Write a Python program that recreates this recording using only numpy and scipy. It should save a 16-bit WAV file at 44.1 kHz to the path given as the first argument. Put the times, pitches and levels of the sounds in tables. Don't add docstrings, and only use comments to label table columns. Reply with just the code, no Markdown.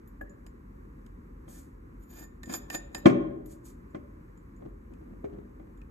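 import sys
import numpy as np
from scipy import signal
from scipy.fft import rfft, irfft
from scipy.io import wavfile
from scipy.ndimage import uniform_filter1d

SR = 44100
rng = np.random.default_rng(int(sys.argv[2]) if len(sys.argv) > 2 else 0)


def elevation(decibels):
    levels = np.asarray(decibels, float)
    return 10 ** (levels / 20)


def waveform_to_disk(signal):
    frames = np.transpose(np.atleast_2d(signal))
    scaled = np.clip(frames, -1, 1) * 32767
    samples = np.round(scaled).astype(np.int16)
    wavfile.write(sys.argv[1], SR, samples)


N = 260190
TIME = np.arange(N) / SR


def colour(x, points):
    hz, db = np.transpose(points)
    f = np.maximum(np.fft.rfftfreq(N, 1 / SR), 1)
    gain = elevation(np.interp(np.log(f), np.log(hz), db))
    y = irfft(rfft(x) * gain, N)
    return y / np.sqrt(np.mean(y ** 2))


def ring(x, hz, t60):
    pole = np.exp(2j * np.pi * hz / SR - np.log(1000) / (t60 * SR))
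    return signal.lfilter([1], [1, -pole], x).imag


def ring_all(x, modes):
    return sum(elevation(db) * ring(x, hz, t60) for hz, db, t60 in modes)


def blows(times, gains):
    x = np.zeros(N)
    np.add.at(x, (times * SR).astype(int), gains)
    return x


def soften(x, contact_s):
    push = np.hanning(int(contact_s * SR) + 2)
    return np.convolve(x, push / push.sum())[:N]


def burst(times, gains, rise_s, t60, points):
    swell = np.exp(-1 / (rise_s * SR))
    fade = np.exp(-np.log(1000) / (t60 * SR))
    poles = np.convolve([1, -swell], [1, -fade])
    shape = signal.lfilter([1 - swell], poles, blows(times, gains))
    return shape * colour(rng.standard_normal(N), points)


def struck(modes, events, scatter_db):
    s, db, _, best_hz, fall_db = np.transpose(events)
    share = elevation(scatter_db * rng.standard_normal((len(s), len(modes))))
    out = 0
    for k, (hz, mode_db, t60) in enumerate(modes):
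        reach_db = -np.maximum(fall_db, 0) * np.abs(np.log2(hz / best_hz))
        hits = blows(s, elevation(db + mode_db + reach_db) * share[:, k])
        out = out + ring(hits, hz, t60)
    return out


def strokes(rows, onset_db_per_s, fade_db, octaves=0):
    out = 0
    for start, length, db, climb_db, *tilt in rows:
        done = (TIME - start) / length
        held_db = db - climb_db * np.clip(1 - done, 0, 1) + octaves * sum(tilt)
        onset_db = onset_db_per_s * np.maximum(start - TIME, 0)
        after_db = fade_db * np.maximum(done - 1, 0)
        out = out + elevation(held_db - onset_db - after_db)
    return out


# (frequency [Hz], likeness [0-1], left port's phase lead [rad], left minus right [dB])
PORT_PAIR = [(45, .98, 0, 0), (255, .9, .1, 1), (330, .85, 0, 3), (420, .65, -2.3, 4), (500, .75, -2.9, 0),
             (580, .65, -4.1, 1), (760, .55, -3.2, 1), (1100, .55, -2.2, -1), (1750, .6, -4.3, -1),
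             (2700, .45, -2.4, 0), (3900, .3, -4.5, -1), (6400, .97, -.1, 0), (7400, .97, .1, 0),
             (9300, .97, 3, 0), (10100, .97, 3.4, 0), (11700, .95, 6.1, 0), (13000, .95, 6.3, 0),
             (14000, .8, 8.9, 0)]


def ports(a, b):
    f = np.fft.rfftfreq(N, 1 / SR)
    hz, *columns = np.transpose(PORT_PAIR)
    like, lead, left_db = (np.interp(f, hz, c) for c in columns)
    side = np.array([[1], [-1]])
    common = np.sqrt((1 + like) / 2) * rfft(a)
    parting = side * np.sqrt((1 - like) / 2) * rfft(b)
    return irfft((common + parting) * elevation(side * left_db / 2) * np.exp(.5j * side * lead), N)


# (frequency [Hz], relative density [dB])
AIR_SHAPE = [(31, -33), (41, 1.5), (60, -2), (90, -7), (140, -9), (260, -7), (400, -15.5), (500, -15.5),
             (640, -35), (800, -29.5), (1050, -22.5), (1500, -29), (2200, -35), (3200, -52), (5000, -53.5),
             (13500, -52.5), (14800, -62)]
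# (frequency [Hz], relative level [dB])
FAN_TONES = [(43.5, -58), (48.2, -61.5), (70, -63)]


def air():
    swell = uniform_filter1d(uniform_filter1d(rng.standard_normal(N), size=6000), size=6000)
    level = elevation(-52 + 0.57 * swell / swell.std())
    a, b = (colour(rng.standard_normal(N), AIR_SHAPE) * level for _ in range(2))
    hum = sum(2 ** .5 * elevation(db) * np.sin(2 * np.pi * (hz * TIME + rng.random())) for hz, db in FAN_TONES)
    return ports(a + hum, b)


# (frequency [Hz], time to fall 60 dB [s])
ROOM_DECAY = [(125, 0.45), (300, 1), (1000, 0.72), (3000, 0.51), (8000, 0.18)]


def echo():
    t = TIME[:SR]
    hz, t60 = np.transpose(ROOM_DECAY)
    tail = 0
    for f in 90 * 2. ** np.arange(8):
        octave = signal.butter(2, [f / 2 ** .5, f * 2 ** .5], "band", fs=SR, output="sos")
        band = signal.sosfilt(octave, rng.standard_normal(SR))
        decay = elevation(-60 * t / np.interp(np.log(f), np.log(hz), t60))
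        tail = tail + band * decay * np.clip(t / 0.011, 0, 1)
    early = np.diff(rng.standard_normal(SR + 1)) * elevation(-60 * t / .04)
    tail = elevation(-12.5) * tail / np.sqrt(np.sum(tail ** 2))
    return tail + elevation(-6) * early / np.sqrt(np.sum(early ** 2))


# (frequency [Hz], time to fall 60 dB [s]), then each mode's relative strength [dB]
GLASS_RINGS = [(1812, .085), (2520, .02), (3190, .03), (3780, .02), (4995, .07), (6220, .06), (6900, .12),
               (7004, .13), (7260, .05), (8475, .05), (10170, .08), (12270, .09), (13420, .07),
               (13930, .05)]
GLASS_STRENGTH = [-1.5, -3, -33, -14.5, -11.5, -28, -22.5, -2.5, -7, -9.5, -8, -9.5, -17, -22.5]
GLASS = [(hz, db, t60) for (hz, t60), db in zip(GLASS_RINGS, GLASS_STRENGTH)]
# (frequency [Hz], relative level [dB])
SKIN_SHAPE = [(1000, 4), (3000, -3), (5000, 1), (8000, 10.5), (12000, 6), (14500, -3.5)]
# (start [s], length [s], relative level at the end [dB], climb [dB])
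SKIN_BRUSHES = [(1.49, 0.099, -55, 0.5), (3.462, 0.057, -54.5, 18.5), (3.655, 0.051, -60, -6.5)]


def brushing():
    gain = strokes(SKIN_BRUSHES, onset_db_per_s=1198.5, fade_db=22)
    rub = colour(rng.standard_normal(N), SKIN_SHAPE) * gain
    return elevation(-6.0) * rub + elevation(-39.5) * ring_all(rub, GLASS)


# (frequency [Hz], time to fall 60 dB after a thud [s]), then each mode's relative strength [dB]
THUD_RINGS = [(128, 1.4), (160, .12), (203, .28), (255, .28), (312, .22), (331, .15), (408, .13), (505, .2),
              (569, .1), (757, .08), (1062, .05), (1207, .06), (1418, .08), (1772, .045), (2014, .045),
              (2318, .045), (3190, .03)]
THUD_STRENGTH = [-19.5, -16.5, -7, -3.5, -4.5, -7.5, -3, -14, -1, -10, -2.5, -14, -16, -12, -15.5, -15,
                 -12.5]
TABLE_AND_BOOM = [(hz, db, t60) for (hz, t60), db in zip(THUD_RINGS, THUD_STRENGTH)]
# (start [s], length [s], relative level at the end [dB], climb [dB])
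BASE_SHUFFLES = [(2.49, 0.026, -44, -7), (4.6, .06, -48.5, 3), (4.92, 0.17, -51.5, 2),
                 (5.3, .08, -48, -3.5), (5.6, 0.089, -56.5, -8.5)]


def shuffling():
    pushes = (rng.random(N) < 150 / SR) * rng.standard_normal(N)
    pushes = pushes / pushes.std() * strokes(BASE_SHUFFLES, onset_db_per_s=500.5, fade_db=13)
    low_modes = [(hz, db, 0.51 * t60) for hz, db, t60 in TABLE_AND_BOOM if 150 < hz < 540]
    return elevation(-30) * ring_all(pushes, low_modes)


# (start [s], length [s], relative level at the end [dB], climb [dB])
THREAD_SQUEAKS = [(2.01, 0.01, -69, 7.5), (2.11, 0.11, -60.5, -1.5)]


def squeaking():
    chatter = rng.standard_normal(N) * strokes(THREAD_SQUEAKS, onset_db_per_s=407, fade_db=44)
    return elevation(-20) * ring_all(chatter, [mode for mode in GLASS if 12000 < mode[0] < 13600])


# (time [s], relative level [dB], pitch [Hz])
RIM_TAPS = [(0.2103, -33.5, 1683), (0.253, -60, 1730), (0.273, -53, 1860)]


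def tube():
    notes = sum(ring(blows(np.array([s]), elevation(db)), hz, t60=0.065) for s, db, hz in RIM_TAPS)
    return soften(notes, contact_s=0.00053)


# (frequency [Hz], relative level [dB])
CRACK_SHAPE = [(120, -49), (300, 13.5), (1000, -18), (2200, -13.5), (3500, -37.5), (7000, -34.5),
               (14000, -52)]
# (time [s], relative level [dB], crack against the thud [dB], favoured pitch [Hz],
# fall away from it [dB per octave])
TABLE_THUDS = [(0.2126, -29.5, -46, 496, 15), (1.479, -44.5, -21.5, 134.6, 0.5),
               (2.21, -37.5, -25.5, 267, 18.5), (2.496, -35, -5.5, 273, -2), (2.748, -28.5, -29.5, 700, 8),
               (2.955, -30.5, -20.5, 586, 13), (3.0574, -6.5, -3.5, 294, -2.5),
               (3.096, -17.5, -14, 1401, 6), (3.947, -31.5, -8, 266.5, 2), (4.621, -39.5, -22, 551, 11.5),
               (4.904, -41, -26.5, 200, 16.5), (5.107, -29.5, -40, 199, 32), (5.2425, -21, -22, 408, 27.5),
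               (5.598, -41.5, -22, 503, 8.5)]


def thuds():
    s, db, crack_db = np.transpose(TABLE_THUDS)[:3]
    boom = soften(struck(TABLE_AND_BOOM, TABLE_THUDS, scatter_db=1.5), contact_s=0.00018)
    crack = burst(s, elevation(db + crack_db), rise_s=0.0026, t60=0.092, points=CRACK_SHAPE)
    return elevation(-7.0) * boom + crack


# (frequency [Hz], relative level [dB])
SCRAPE_SHAPE = [(120, -25.5), (300, 11), (1000, -3.5), (2500, -10), (5000, -16), (9000, -13.5),
                (14000, -31)]
# (start [s], length [s], relative level at the end [dB], climb [dB],
# brightness of the singing [dB per octave])
THREAD_TWISTS = [(2.02, 0.024, -78.5, -3, 14), (2.1, 0.082, -60.5, 7, 4), (2.205, 0.035, -61.5, 0.5, 0.5),
                 (2.495, 0.055, -43.5, 8.5, 1.5), (2.725, 0.03, -40.5, 11.5, 0.5),
                 (2.955, 0.027, -55, 3, -1)]


def screwing():
    slips = (rng.random(N) < 2000 / SR) * rng.standard_normal(N)
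    slips = slips * elevation(2.0 * rng.exponential(size=N))
    slips = slips / slips.std()

    def twist(octaves):
        return strokes(THREAD_TWISTS, 599, 34, octaves)

    sing = 0
    for hz, db, t60 in GLASS:
        drive = slips * twist(np.log2(hz / 7000))
        sing = sing + elevation(db) * ring(drive, hz, t60)
    return elevation(-23.0) * sing + colour(slips, SCRAPE_SHAPE) * twist(0)


# (time [s], relative level of the ring [dB], dry click against the ring [dB],
# favoured pitch [Hz], fall away from it [dB per octave])
NECK_CLINKS = [(0.075, -50, -16, 12300, 18), (0.2125, -50, -12, 12300, 16.5), (0.296, -50.5, -25, 6900, 35),
               (0.4645, -53, 6.5, 7010, 2.5), (1.063, -65.5, 16, 3420, 3), (2.4322, -38.5, 1.5, 1810, 4.5),
               (2.4576, -45, -8, 7150, 9), (2.501, -44, -23.5, 7240, 11), (2.538, -24.5, -2.5, 6650, 19),
               (2.7009, -31, 0.5, 1800, 3.5), (2.7322, -38, -6.5, 7060, 19), (2.747, -32, 3.5, 7040, 4),
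               (2.947, -24, -5, 4000, 9), (2.9794, -45, -1, 12300, 18.5), (3.459, -44, -9.5, 12300, 16.5),
               (3.905, -69, -10.5, 6960, 7.5), (4.3744, -57.5, -7, 7420, 32),
               (4.5634, -59.5, -12, 7260, 28.5), (4.936, -51, -6.5, 2520, 34),
               (5.774, -64.5, -2, 8400, 10.5), (5.8153, -44, -14, 2520, 28.5)]


def clinks():
    s, db, click_db = np.transpose(NECK_CLINKS)[:3]
    ringing = struck(GLASS, NECK_CLINKS, scatter_db=1.5)
    click = burst(s, elevation(db + click_db), rise_s=0.00051, t60=0.0065, points=SCRAPE_SHAPE[2:])
    return elevation(-7) * ringing + click


def scene():
    near = brushing() + shuffling() + squeaking() + tube() + thuds() + screwing() + clinks()
    near = signal.sosfilt(signal.butter(4, 105., "high", fs=SR, output="sos"), near)
    shared, apart = (signal.fftconvolve(near, echo())[:N] for _ in range(2))
    pane = elevation(5.0) * np.roll(near, int(.0031 * SR))
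    return ports(near + shared, pane + apart) + air()


def top_cut(x):
    return signal.sosfilt(signal.butter(12, 14560, fs=SR, output="sos"), x)


def record(dry):
    rounded = np.tanh(0.88 * dry) / 0.68
    lowpass = signal.ellip(8, .2, 70, 15600, fs=SR, output="sos")
    mix = signal.sosfilt(lowpass, rounded)
    return top_cut(mix)


dry = scene()
out = record(dry)
waveform_to_disk(out)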